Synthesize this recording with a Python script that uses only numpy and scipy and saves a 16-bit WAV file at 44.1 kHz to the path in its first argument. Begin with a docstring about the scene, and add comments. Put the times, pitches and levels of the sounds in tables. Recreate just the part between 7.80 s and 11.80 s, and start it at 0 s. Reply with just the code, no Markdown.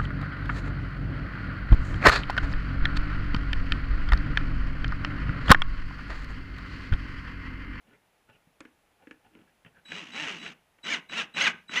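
"""A cordless drill driver turns a screw in short trigger pulls, near the microphone in a small hallway.
First the tool is set in place with light clicks and rubs. Each pull starts with the whine of the
speed controller; then motor and gears spin up, rattle and run down. Step and floor, a hand's width
away, throw the sound straight back, and the hallway rings briefly over quiet room air."""
import sys
import numpy as np
from scipy import signal
from scipy.fft import rfft, irfft
from scipy.io import wavfile
from scipy.ndimage import uniform_filter1d

SR = 44100
rng = np.random.default_rng(int(sys.argv[2]) if len(sys.argv) > 2 else 0)


def persist_wave(psi):
    """Save psi, clipped to +-1, as 16-bit WAV."""
    counts = np.round(np.clip(psi, -1, 1) * 32767).astype(np.int16)
    wavfile.write(sys.argv[1], SR, np.atleast_2d(counts).T)


N = 176400
TIME = np.arange(N) / SR


def motor():
    """Gear tones, tooth impacts and grinding follow the shaft and sound through the housing."""
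    # colour of the housing, and of the vents that let the gear tones out (frequency [Hz], level [dB])
    shell = [(35, -48), (60, -16.5), (209, -14), (835, -7.5), (1360, -4), (2110, -0.5), (2910, 1),
             (3840, -11), (4510, -15), (6380, -14), (7000, -20), (8200, -26), (10000, -38.5), (15000, -49)]
    vents = [(700, -13.5), (2100, 1.5), (3700, -5), (4700, -15), (6400, -5), (9000, -24.5)]
    teeth_per_turn, whir_full_hz = 6, 200
    speed, level, turns = shaft()
    running = level > level.max() / 20
    effort = level / level.max()
    whir = gear_tones(speed, effort, turns)
    teeth = np.diff(np.floor(turns * teeth_per_turn), prepend=0)
    teeth *= amp(4.5 * np.clip(rng.standard_normal(N), -2, 2))  # each tooth hits with its own force
    grind = rng.standard_normal(N) * (1 + .42 * np.cos(2 * np.pi * turns))
    whir_gain = amp(-1) * np.clip(speed / whir_full_hz, 0, 1) ** 2 * np.sqrt(effort)
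    gears = whir_gain * housing(nearby(whir), vents, running)
    gears += amp(-8.5) * housing(teeth, shell, running)
    gears += amp(-5) * housing(grind, shell, running)
    low = panel(level, turns, running)
    flutter = amp(drift(hz=70))
    return level * flutter * gears + low


def shaft():
    """The shaft spins up and runs down with a slight wobble: gives speed [Hz], gain and turns made."""
    # one list for each run of the motor (time [s], shaft speed [Hz], level [dB])
    runs = [
        [(2.055, 14.7, -59.5), (2.12, 77, -39), (2.18, 108, -38), (2.25, 65, -44.5), (2.32, 57, -47),
         (2.365, 136, -33.5), (2.42, 158.6, -33.5), (2.49, 107, -32), (2.55, 85.4, -37.5), (2.6, 54, -43.5),
         (2.655, 117, -37), (2.71, 60.4, -43), (2.735, 17.5, -50)],
        [(3.034, 30.13, -50.5), (3.05, 140.2, -37), (3.08, 235.9, -32), (3.115, 308.6, -28.5),
         (3.145, 246.8, -28), (3.175, 165.8, -37), (3.205, 35.07, -53)],
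        [(3.287, 21.85, -58), (3.322, 133.3, -36), (3.355, 213.1, -34.5), (3.385, 239.3, -27),
         (3.42, 196.8, -31), (3.46, 45.22, -51)],
        [(3.54, 30.06, -50.5), (3.573, 160.3, -27.5), (3.598, 221.8, -27), (3.611, 250.2, -21.5),
         (3.636, 281.3, -26), (3.651, 258.4, -24.5), (3.681, 184, -23.5), (3.689, 149.7, -27),
         (3.725, 30.24, -45.5)],
        [(3.882, 23.03, -63), (3.92, 112.4, -36.5), (3.955, 204.7, -31), (3.977, 248.6, -25),
         (4.0, 260.9, -28.5)],
    ]
    speed, level = np.zeros(N), np.zeros(N)
    for run in runs:
        times, hz, db = np.transpose(run)
        on = (TIME >= times[0]) & (TIME <= times[-1])
        speed += on * np.interp(TIME, times, hz)
        level += on * amp(np.interp(TIME, times, db))
    speed, level = uniform_filter1d(speed, size=500), abs(uniform_filter1d(level, size=120))
    turns = np.cumsum(speed * (1 + .009 * drift(hz=110))) / SR
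    return speed, level, turns


def gear_tones(speed, effort, turns):
    """Motor and gears sing at multiples of the shaft speed; one tone swells under hard braking."""
    # tones of motor and gears (multiple of the shaft speed, level [dB])
    orders = [(4, -4), (6, -32.5), (8, 2.5), (10, -7), (12, -4), (14, -4.5), (16, 1), (20, -8), (24, -1.5)]
    brake_order, full_brake_hz_per_s = 16, 2500
    whir = np.zeros(N)
    for order, db in orders:
        roughness = 1 + .55 * drift(hz=59)
        phase = rng.random() * (order != brake_order)  # the braking tone adds in phase
        whir += amp(db) * roughness * np.sin(2 * np.pi * (order * turns + phase))
    braking = np.clip(-np.gradient(speed) * SR / full_brake_hz_per_s, 0, 1) * effort ** 2
    return whir + 1.5 * braking * np.sin(2 * np.pi * brake_order * turns)


def housing(drive, spectrum, running):
    """The housing colours a vibration and rings with it; rms 1 while the motor runs."""
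    # resonances that flare as tones sweep through them (frequency [Hz], width [Hz], gain)
    modes = [(1986, 54, 0.31), (2860, 190, 0.54), (6390, 40, 0.39)]
    body = colour(drive, spectrum)
    body += sum(gain * ring(body, hz, width) for hz, width, gain in modes)
    return body / np.std(body[running])


def panel(level, turns, running):
    """The panel hums at its resonance, and the first multiples of the shaft speed growl through it."""
    # colour of the growl (frequency [Hz], level [dB])
    spectrum = [(90, -29), (170, -1), (330, -2.5), (560, -5.5), (1300, -13.5)]
    tones = sum((1 + .4 * drift(hz=70)) * np.sin(2 * np.pi * k * turns) for k in (1, 2, 4))
    growl = colour(tones, spectrum)
    hum = amp(-22.5) * level * resonance(hz=219, width_hz=20.5)
    return hum + amp(-33) * np.sqrt(level) * growl / np.std(growl[running])


def controller():
    """The switched current makes the windings sing while the trigger is part way in."""
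    # whine at each trigger pull (start [s], length [s], level [dB])
    pulls = [(2.05, 0.15, -53.5), (2.317, 0.12, -50.5), (2.586, 0.11, -54.5), (3.03, 0.051, -47),
             (3.288, 0.14, -50.5), (3.537, 0.14, -48), (3.88, 0.064, -50)]
    switch_hz, rise_s, fall_s = 3912, .0064, .0021
    out = np.zeros(N)
    for start, length, db in pulls:
        t = np.arange(0, length, 1 / SR)
        phase = 2 * np.pi * switch_hz * t
        tone = np.sin(phase) + amp(-17.5) * np.sin(2 * phase)
        envelope = np.minimum(t / rise_s, 1) * np.minimum((length - t) / fall_s, 1)
        add(out, start, np.sqrt(2) * amp(db) * tone * envelope)
    return out


def knocks():
    """Each knock is a plastic clack and a slower, hollow thud of the panel; metal adds a bright tick."""
    # knocks of tool and bit (time [s], clack level [dB], thud level [dB], thud pitch [Hz])
    hits = [(0.669, -78, -53, 160), (0.806, -46, -41, 298), (0.851, -48, -44, 264),
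            (1.271, -52.5, -40.5, 281), (1.31, -43.5, -42, 280), (1.551, -56.5, -46, 237),
            (1.615, -63, -49, 214), (1.848, -54.5, -51, 153), (1.862, -55.5, -47, 150),
            (2.055, -54, -61, 304), (2.119, -34.5, -64, 300), (2.364, -48, -49, 342),
            (2.662, -34, -64, 298), (2.986, -60.5, -69, 296.3), (3.296, -43.5, -69, 220.4),
            (3.545, -47, -46, 233), (3.742, -73, -40, 199.7), (3.894, -43.5, -43.5, 221)]
    # modes of the thud (multiple of its pitch, level [dB], t60 [s])
    thud_modes = [(0.999, 8, 0.034), (1.75, -2, 0.042)]
    # the bit strikes metal (time [s], level [dB])
    ticks = [(0.805, -47.5), (2.12, -50)]
    # colours of the clack and the tick (frequency [Hz], level [dB])
    plastic = [(300, -14), (1000, -8.5), (1700, 3), (2200, -1.5), (2950, -4.5), (3800, -25), (8000, -34),
               (12000, -64)]
    metal = [(2500, 10.5), (4500, 4), (8500, -1), (13000, -39)]
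    crack_rise_s, thud_rise_s = .0006, .004
    out, t = np.zeros(N), np.arange(SR // 5) / SR

    def crack(db, spectrum, t60_s):
        """A short burst of coloured noise."""
        envelope = np.minimum(t / crack_rise_s, 1) * amp(db - 60 * t / t60_s)
        return 2 * colour(rng.standard_normal(len(t)) * envelope, spectrum)
    for start, clack_db, thud_db, hz in hits:
        thud = sum(amp(thud_db + db - 60 * t / t60) * np.sin(2 * np.pi * (k * hz * t + rng.random()))
                   for k, db, t60 in thud_modes)
        thud *= 1 - np.exp(-(t / thud_rise_s) ** 2)
        clack = crack(clack_db, plastic, t60_s=.024)
        loose_parts = crack(clack_db - 16, plastic, t60_s=.12)  # they rattle on after the clack
        add(out, start, clack + loose_parts + thud)
    for start, db in ticks:
        add(out, start, crack(db, metal, t60_s=.022))
    return out


def handling():
    """Hands, sleeves and tool rub and catch in small slips; each scrape sings at its own pitch."""
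    # scrapes (middle [s], half length [s], level [dB], pitch [Hz])
    scrapes = [(0.107, 0.03, -61.5, 216.6), (0.148, 0.012, -63, 2087), (0.499, 0.01, -57.5, 1476),
               (0.546, 0.018, -64, 2770), (1.224, 0.021, -64.5, 780), (1.461, 0.015, -61.5, 792),
               (1.572, 0.033, -59, 330), (1.685, 0.012, -68.5, 1704), (1.87, 0.0097, -57, 2810),
               (1.975, 0.022, -61, 1610)]
    # colour of the friction (frequency [Hz], level [dB])
    spectrum = [(60, -5.5), (220, -5.5), (550, -9), (1600, -11.5), (2900, -15.5), (4300, -35.5),
                (12000, -50)]
    slips_per_s, scrape_q = 140, 4.5
    slips = (rng.random(N) < slips_per_s / SR) * rng.standard_normal(N)
    friction = rng.standard_normal(N) * amp(3 * np.clip(drift(hz=91), -2, 2))
    rub = nearby(unit(colour(friction + amp(-3.5) * unit(slips), spectrum)))
    out = np.zeros(N)
    for middle, half, db, hz in scrapes:
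        swell = amp(db) * np.exp(-((TIME - middle) / half) ** 2 / 2)
        out += swell * (amp(-3) * rub + amp(-2) * resonance(hz, hz / scrape_q))
    return out


def nearby(x, t60_s=.03, share=.4):
    """Step and floor, a hand's width away, reflect at once, so gliding tones flare and drop out."""
    t = np.arange(0, t60_s, 1 / SR)
    taps = rng.standard_normal(len(t)) * amp(-60 * t / t60_s)
    reflected = signal.fftconvolve(x, taps / np.linalg.norm(taps))[:N]
    return np.sqrt(1 - share) * x + np.sqrt(share) * reflected


def hallway(x):
    """Dense reflections reach the microphone after 4 ms, each band dying at its own speed."""
    # decay of the hallway (frequency [Hz], t60 [s])
    decay_times = [(150, 0.38), (600, 0.25), (2800, 0.3), (5000, 0.4)]
    # strength of the reflections (frequency [Hz], level [dB])
    send = [(150, -6), (1000, -6), (2800, -14.5), (4500, -24.5)]
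    taps = rng.standard_normal(SR) * (np.arange(SR) > SR // 250)
    hz, t, bands = signal.stft(taps, SR, nperseg=256)
    decay = amp(-60 * t / read(decay_times, hz)[:, None])
    decay *= amp(read(send, hz))[:, None] / np.sqrt(SR * np.mean(decay ** 2, axis=1, keepdims=True))
    response = signal.istft(bands * decay, SR, nperseg=256)[1]
    return signal.fftconvolve(x, response)[:N]


def background():
    """Quiet room air and a thin electronic tone."""
    # colour of the room air (frequency [Hz], level [dB])
    spectrum = [(15, -39.5), (25, -1), (271, -6.5), (879, -5), (1000, -9.5), (2500, -11), (4620, -21),
                (15000, -26)]
    tone_hz = 10530
    air = amp(-69) * unit(colour(rng.standard_normal(N), spectrum))
    return air + amp(-88) * np.sqrt(2) * np.sin(2 * np.pi * tone_hz * TIME)


def amp(db):
    """Decibels to gain."""
    return 10 ** (np.asarray(db) / 20)


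def unit(x):
    """Scales to rms 1."""
    return x / np.sqrt(np.mean(x ** 2) + 1e-20)


def read(points, hz):
    """Reads a table on a log-frequency axis."""
    f, value = np.transpose(points)
    return np.interp(np.log(hz + 1), np.log(f + 1), value)


def add(mix, start_s, sound):
    """Mixes a sound in at the given time."""
    part = mix[max(round(start_s * SR), 0):][:len(sound)]
    part += sound[:len(part)]


def colour(x, points, size=4096):
    """Causal filter with the given spectrum; white noise keeps its level."""
    log_gain = np.log(amp(read(points, abs(np.fft.fftfreq(size, 1 / SR)))))
    taps = np.fft.ifft(np.exp(np.conj(signal.hilbert(log_gain)))).real[:size // 2]
    return signal.fftconvolve(x, taps / np.linalg.norm(taps))[:len(x)]


def drift(hz):
    """Slow random motion up to the given rate, rms 1."""
    rolloff = 1 + (np.fft.rfftfreq(N, 1 / SR) / hz) ** 4
    return unit(irfft(rfft(rng.standard_normal(N)) / rolloff, N))


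def resonance(hz, width_hz):
    """Noise ringing in one narrow resonance."""
    phase = 2 * np.pi * hz * TIME
    return unit(drift(width_hz / 2) * np.cos(phase) + drift(width_hz / 2) * np.sin(phase))


def ring(x, hz, width_hz):
    """Passes a sound through one resonance of gain 1."""
    return signal.lfilter(*signal.iirpeak(hz, hz / width_hz, SR), x)


def scene():
    """Drill and hands close to one microphone, with the hallway behind them."""
    near = motor() + knocks() + handling()
    whine = controller()
    return (near + whine + hallway(near + .13 * whine) + background())[None]


def record(dry):
    """The recorder's band limit, with a soft stop."""
    edge_hz, fade_s = 15050, .002
    fade = np.minimum((TIME[-1] - TIME) / fade_s, 1)
    return signal.sosfilt(signal.ellip(10, .1, 90, edge_hz, fs=SR, output="sos"), dry * fade)


dry = scene()
out = record(dry)
persist_wave(out)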